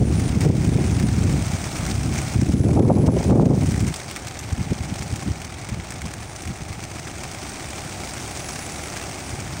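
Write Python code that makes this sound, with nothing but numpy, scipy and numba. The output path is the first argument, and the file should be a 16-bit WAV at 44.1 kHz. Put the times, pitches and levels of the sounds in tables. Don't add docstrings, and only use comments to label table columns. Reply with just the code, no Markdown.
import sys
import numpy as np
from scipy.fft import rfft, irfft, next_fast_len
from scipy.io import wavfile
from scipy.ndimage import uniform_filter1d, minimum_filter1d, map_coordinates
from numba import njit

SR = 44100
rng = np.random.default_rng(int(sys.argv[2]) if len(sys.argv) > 2 else 0)


def log_audio(samples):
    frames = np.atleast_2d(samples).T
    limited = np.clip(frames, -1, 1)
    pcm = np.round(limited * 32767).astype(np.int16)
    wavfile.write(sys.argv[1], SR, pcm)


N = 423360

# (f/Hz, relative gain/dB)
FEATHER_COLOUR = [(300, -30), (750, -9), (1000, -3), (1200, -1.5), (1800, -3.5), (2250, -0.5), (2900, -7),
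                  (4200, -7), (6000, -1), (7600, -4), (8500, -0.5), (9400, -7), (10600, -16.5),
                  (13800, -23.5), (14800, -13.5)]


def amp(db):
    return 10 ** (np.asarray(db) / 20)


def unit(x):
    return x / np.sqrt(np.mean(x ** 2) + 1e-20)


def clock():
    return np.arange(N) / SR


def curves(rows):
    s, *columns = np.transpose(rows)
    return [np.interp(clock(), s, column) for column in columns]


def wobble(rate):
    knots = rng.standard_normal(int(N * rate / SR) + 4)
    return map_coordinates(knots, [clock() * rate])


def filtered(x, response):
    size = x.shape[-1]
    padded = next_fast_len(size + 8192)
    hz = np.fft.rfftfreq(padded, 1 / SR) + 1e-3
    return irfft(rfft(x, padded) * response(hz), padded)[..., :size]


def shape(points, hz):
    f, db = np.transpose(points)
    return amp(np.interp(np.log(hz), np.log(f), db))


def coloured(x, points):
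    return unit(filtered(x, lambda hz: shape(points, hz)))


def placed(times, sounds):
    starts = np.round(np.maximum(times, 0) * SR).astype(int)
    at = starts[:, None] + np.arange(sounds.shape[1])
    return np.bincount(at.ravel(), sounds.ravel(), N)[:N]


def slaps(centre_hz, life, attack, octaves, broad, grain_db):
    size = 1024
    t, hz = np.arange(size) / SR, np.fft.rfftfreq(size, 1 / SR) + 1
    hump = np.exp(-.5 * (np.log2(hz / centre_hz[:, None]) / octaves) ** 2)
    white, grain = rng.standard_normal((2, len(life), size))
    noise = irfft(rfft(white * amp(grain_db * grain)) * (broad + hump))
    noise = noise / noise.std(axis=1, keepdims=True)
    envelope = (1 - np.exp(-t / attack)) ** 2 * np.exp(-t / life[:, None])
    return noise * envelope / envelope.max(axis=1, keepdims=True)


def wingbeats(beat_hz, distance_db, stroke_db, count, order):
    start = (np.arange(count) + rng.random(count)) / count * N / SR
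    tempo = beat_hz * np.exp(.15 * rng.standard_normal((count, 1)))
    beats = np.arange(order) + .05 * rng.standard_normal((count, order))
    times = start[:, None] + beats / tempo
    bird_db = distance_db * rng.uniform(-0.12, 1, (count, 1))
    db = bird_db + stroke_db * rng.uniform(-0.34, 1, (count, order))
    return times.ravel() % (N / SR), amp(db).ravel()


def flock(slap_db, swish_db, air_db, life, thump_hz, thump_db, crowding):
    # (t/s, relative level/dB, relative brightness/dB)
    stream = [(0, -41.5, 1.5), (.2, -35.5, 0), (.395, -38, -0.5), (.44, -32, 0), (.52, -37.5, 2),
              (.8, -36, 0.5), (1.85, -35, 2.5), (2.08, -38, 2), (2.16, -33.5, 2), (2.33, -36, 2),
              (2.6, -40.5, 2.5), (3.2, -37.5, 1), (3.75, -37.5, 3), (4.4, -39.5, -2), (5.1, -38.5, 1),
              (5.55, -40, -2), (6.7, -40.5, 0.5), (7.4, -37.5, 1), (8.5, -36.5, 3), (9.6, -37, 1)]
    # (f/Hz, relative gain/dB)
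    air_colour = [(60, -11.5), (160, -6.5), (330, 0.5), (480, -6), (620, -2), (770, 1), (860, -3),
                  (1000, -12), (2000, -70)]
    level_db, bright_db = curves(stream)
    times, sizes = wingbeats(beat_hz=8.5, distance_db=-3.5, stroke_db=8.0, count=430, order=5)
    chance = rng.standard_normal((len(times), 3))
    centre_hz = 4500 * np.exp(0.55 * chance[:, 0])
    lives = life * np.exp(.5 * chance[:, 1])
    strokes = slaps(centre_hz, lives, attack=0.0017, octaves=0.2, broad=0.93, grain_db=4.5)
    flutter = coloured(placed(times, sizes[:, None] * strokes), FEATHER_COLOUR)
    swish = coloured(rng.standard_normal(N) * amp(0.29 * wobble(60)), FEATHER_COLOUR)

    crowd_db = crowding * (level_db - level_db.mean())
    feathers = amp(slap_db - crowd_db) * flutter + amp(swish_db + crowd_db) * swish
    treble = filtered(feathers, lambda hz: 1 / (1 + (4000 / hz) ** 4))
    feathers = feathers + (amp(bright_db - 6.5) - 1) * treble

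    cycles = thump_hz * np.exp(.5 * chance[:, 2:]) * np.arange(SR // 50) / SR
    puff = np.sin(2 * np.pi * cycles) * np.exp(-1.5 * cycles)
    thumps = coloured(placed(times, sizes[:, None] * puff), air_colour)
    rush = coloured(rng.standard_normal(N), air_colour)
    air = unit(amp(thump_db) * thumps + rush)
    return amp(level_db) * (feathers + amp(air_db) * air)


def wind(speed_db, calm, rush, port_hz, lumpy_db, swell_db, gain_db, burst_db):
    # (t/s, relative strength/dB)
    gust_curve = [(0, -18.5), (1.37, -17.5), (1.46, -26), (1.72, -30), (1.8, -24), (2.1, -22), (2.31, -28),
                  (2.62, -17.5), (2.82, -9), (3.11, -13), (3.18, -18), (3.24, -27), (3.31, -5), (3.51, -7),
                  (3.6, -18), (3.9, -23), (3.95, -38), (4.9, -31), (5.55, -35.5), (9.2, -36), (9.6, -30.5)]
    # (f/Hz, relative gain/dB)
    eddy_colour = [(30, 0), (60, 4.5), (110, 2), (170, -3.5), (260, -10), (380, -20.5), (550, -33),
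                   (900, -46), (2000, -72), (5000, -120)]
    gust_db = curves(gust_curve)[0] + swell_db * np.tanh(wobble(16))
    pressure = np.maximum(amp(gust_db), puffs())
    lasting_db = 20 * np.log10(uniform_filter1d(pressure, size=SR // 3))

    speed = calm + rush * np.tanh(uniform_filter1d(pressure, size=SR // 8) / amp(speed_db))
    travel = np.cumsum(speed)
    field = coloured(rng.standard_normal(int(travel[-1]) + 2), eddy_colour)
    eddies = np.interp(travel, np.arange(len(field)), field) * amp(lumpy_db * np.tanh(wobble(90)))
    eddies = pressure * eddies / np.sqrt(uniform_filter1d(eddies ** 2, size=SR // 22))

    spikes = bursts(pressure, lasting_db, onset_db=-15.0, width=0.00035, count=3200)
    trains = buffets(lasting_db, full_hz=682, db_per_octave=20, gain_db=-2.0,
                     jitter=0.23, spread=0.23, order=4)
    total = eddies + amp(burst_db) * spikes + trains
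    return amp(gain_db) * filtered(total, lambda hz: 1 / (1 + (port_hz / hz) ** 4))


def buffets(lasting_db, full_hz, db_per_octave, gain_db, jitter, spread, order):
    # (t/s, relative level/dB, half length/s)
    hard_hits = [(0.024, -18, 0.018), (.457, -15, 0.011), (0.502, -12, 0.0045), (0.789, -16, 0.0094),
                 (2.669, -12, 0.0034), (2.693, -14, 0.0031), (2.727, -15, 0.0037), (2.777, -8, .006),
                 (2.792, -7, 0.0039), (2.809, 4, .0015), (2.835, -18, 0.0031), (2.855, -13, 0.0018),
                 (2.904, -1.5, 0.0054), (2.916, -1, 0.0028), (2.975, -11, 0.0072), (3.087, -5, 0.011),
                 (3.171, -9.5, 0.0062), (3.21, -15.5, 0.0014), (3.305, -11, .01), (3.33, -6.5, .011),
                 (3.398, -2, 0.0041), (4.725, -15.5, 0.0067)]
    gap_s = 0.00272
    s, db, half = np.transpose(hard_hits)[:, :, None]
    hz = full_hz * 2 ** (np.interp(s, clock(), lasting_db) / db_per_octave)
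    steps = np.arange(-order, order + 1)
    late, wide = rng.standard_normal((len(s), 2, len(steps))).swapaxes(0, 1)
    size = amp(db + gain_db) * np.exp(-(gap_s * steps / half) ** 2)
    widths = np.exp(spread * wide) / (np.sqrt(2) * np.pi * hz)
    spikes = vortex(widths.ravel())
    times = s + gap_s * (steps + jitter * late) - spikes.shape[1] / SR / 2
    return placed(times.ravel(), size.reshape(-1, 1) * spikes)


def vortex(width):
    u = np.arange(-SR // 200, SR // 200) / SR / width[:, None]
    return (1 - u * u) * np.exp(-u * u / 2)


def puffs():
    # (t/s, relative strength/dB, half length/s)
    single_puffs = [(0.025, -11, 0.024), (0.123, -13, .015), (.366, -13, .018), (0.467, -10, 0.022),
                    (0.501, -6, 0.013), (0.686, -11, 0.013), (0.758, -12, 0.019), (1.044, -12, 0.015),
                    (1.259, -14, .025), (1.54, -18.5, 0.017), (2.051, -15, 0.014), (2.199, -21, 0.027),
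                    (2.362, -12, .012), (2.395, -9, 0.0075), (2.428, -10, 0.0097), (2.499, -8, 0.008),
                    (2.545, -8, 0.0097), (2.613, -10, 0.015), (2.67, -11, 0.0092), (2.812, -4, 0.013),
                    (2.906, -3, 0.01702), (3.09, -4, 0.018), (3.69, -13, 0.0098), (3.833, -13, 0.019),
                    (4.529, -18.5, 0.014), (4.604, -18, 0.024), (4.666, -19, .008), (4.715, -17, .014),
                    (4.811, -20, .013), (4.925, -24.5, 0.029), (5.017, -23, 0.016), (5.129, -21, 0.021),
                    (5.295, -18.5, 0.0298), (5.731, -22.5, 0.02), (5.791, -25, .024), (6.05, -23.5, 0.029),
                    (6.49, -23.5, 0.035), (6.622, -26, 0.024), (6.707, -28, 0.024), (9.34, -26.5, 0.023)]
    s, db, half = np.transpose(single_puffs)[:, :, None]
    return np.max(amp(db) * np.exp(-np.minimum(((clock() - s) / half) ** 2, 20)), axis=0)


def bursts(pressure, lasting_db, onset_db, width, count):
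    when, luck, size, spread = rng.random((count, 4)).T
    at = (when * N).astype(int)
    fires = luck < np.clip((lasting_db[at] - onset_db) / 5, 0, 1)
    sizes = fires * np.sqrt(pressure[at]) * size
    return placed(at / SR, sizes[:, None] * vortex(width * 2 ** spread))


def whistle(gain_db, waver_hz, drift_hz, flicker_db):
    # (start t/s, end t/s, first f/Hz, glide/Hz,
    # relative start level/dB, relative end level/dB)
    notes = [(0, .3, 9520, -10, -49, -47), (.62, 1.08, 9520, 70, -53, -47),
             (2.45, 3.19, 10200, 0, -51, -45), (3.23, 4.05, 9650, 0, -52, -60),
             (4.27, 4.54, 11410, -20, -63, -61), (6.2, 6.6, 9520, 0, -53, -63),
             (8, 8.33, 9750, -140, -62, -53), (8.385, 8.88, 10200, 60, -51, -50),
             (9.2, 9.6, 9680, -250, -53, -61)]
    t, tone = clock(), np.zeros(N)
    waver = waver_hz * wobble(25) + drift_hz * wobble(3.6)
    for start, end, first_hz, glide_hz, *levels in notes:
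        on = (t > start) & (t < end)
        part = (t[on] - start) / (end - start)
        hz = first_hz + glide_hz * part + waver[on]
        db = np.interp(part, [0, 1], levels)
        fade = np.minimum(np.minimum(t[on] - start, end - t[on]) / 0.0067, 1)
        sine = np.sqrt(2) * np.sin(2 * np.pi * np.cumsum(hz) / SR)
        tone[on] += amp(db + gain_db) * fade * sine
    return tone * unit(amp(flicker_db * np.tanh(wobble(30))))


def claps(gain_db, life, second_db, lag, brush_db, dulling):
    # (t/s, relative level/dB, centre f/Hz)
    clap_list = [(.197, -19, 2080), (0.407, -16, 2106), (.416, -17, 2499), (.998, -17, 1890),
                 (1.864, -17, 1300), (1.913, -17, 4500), (3.24, -21, 4967), (3.718, -18.5, 2403),
                 (3.804, -19.5, 2270), (3.881, -21, 2310), (3.94, -15, 3297), (3.96, -18.5, 7000),
                 (4.111, -18, 2287), (4.161, -17.5, 2200), (4.168, -19.5, 2000), (4.27, -19.5, 2620),
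                 (4.282, -22, 5000), (4.39, -20, 6020), (4.525, -24, 6310), (5.028, -22.5, 6510),
                 (5.159, -20, 2517), (5.417, -20, 2405), (5.448, -21.5, 3999), (5.583, -27.5, 1900),
                 (5.688, -21.5, 2295), (5.905, -20, 6998), (5.921, -20.5, 2200), (6.017, -20, 2193),
                 (6.061, -25, 4990), (6.137, -19.5, 1599), (6.361, -22, 5000), (6.42, -24, 7500),
                 (6.452, -25, 2093), (6.474, -21.5, 2403), (6.727, -25, 2000), (6.838, -20, 2300),
                 (7.235, -18.5, 2000), (7.314, -23, 5500), (7.493, -23, 6510), (8.486, -23, 6580),
                 (8.56, -21, 2385), (8.967, -19.5, 2200)]
    s, db, pitch_hz = np.transpose(clap_list)
    delay = lag * np.exp(.35 * rng.standard_normal(len(s)))
    lives = np.full(len(s), life)

    def crack():
        return amp(db)[:, None] * slaps(pitch_hz, lives, attack=0.00034, octaves=0.48, broad=1.0, grain_db=3)

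    brush = crack()[:, ::-1]
    contact = placed(s, crack()) + amp(second_db) * placed(s + delay, crack())
    contact = contact + amp(brush_db) * placed(s + .002 - brush.shape[1] / SR, brush)
    return amp(gain_db) * filtered(contact, lambda hz: shape(FEATHER_COLOUR, hz) ** dulling)


def scene():
    birds = flock(slap_db=1.0, swish_db=0.5, air_db=-0.5, life=0.0018,
                  thump_hz=400, thump_db=-3, crowding=0.19)
    gusts = wind(speed_db=-7.5, calm=.72, rush=1.5, port_hz=62.1,
                 lumpy_db=4.5, swell_db=1.5, gain_db=2.5, burst_db=-11.0)
    thin_tone = whistle(gain_db=-0.5, waver_hz=12.7, drift_hz=7, flicker_db=7)
    near = claps(gain_db=-3, life=0.0033, second_db=-9, lag=.005, brush_db=-14, dulling=0.88)
    return (birds + near + gusts + thin_tone)[None]


@njit
def follow(size, rise, fall):
    out, level = np.empty(len(size)), 0.0
    for i in range(len(size)):
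        level += (size[i] - level) * (rise if size[i] > level else fall)
        out[i] = level
    return out


def gain_control(x, threshold_db, slope, attack, release):
    level = follow(np.abs(x), 1 / (attack * SR), 1 / (release * SR))
    gain = (1 + (level / amp(threshold_db)) ** 4) ** (-min(slope, 1) / 4)
    return x * uniform_filter1d(minimum_filter1d(gain, size=180), size=180)


def record(dry):
    held = gain_control(dry[0], threshold_db=-12, slope=.8, attack=.002, release=.04)
    top_hz = 15780
    return filtered(held, lambda hz: hz < top_hz)[None]


dry = scene()
out = record(dry)
log_audio(out)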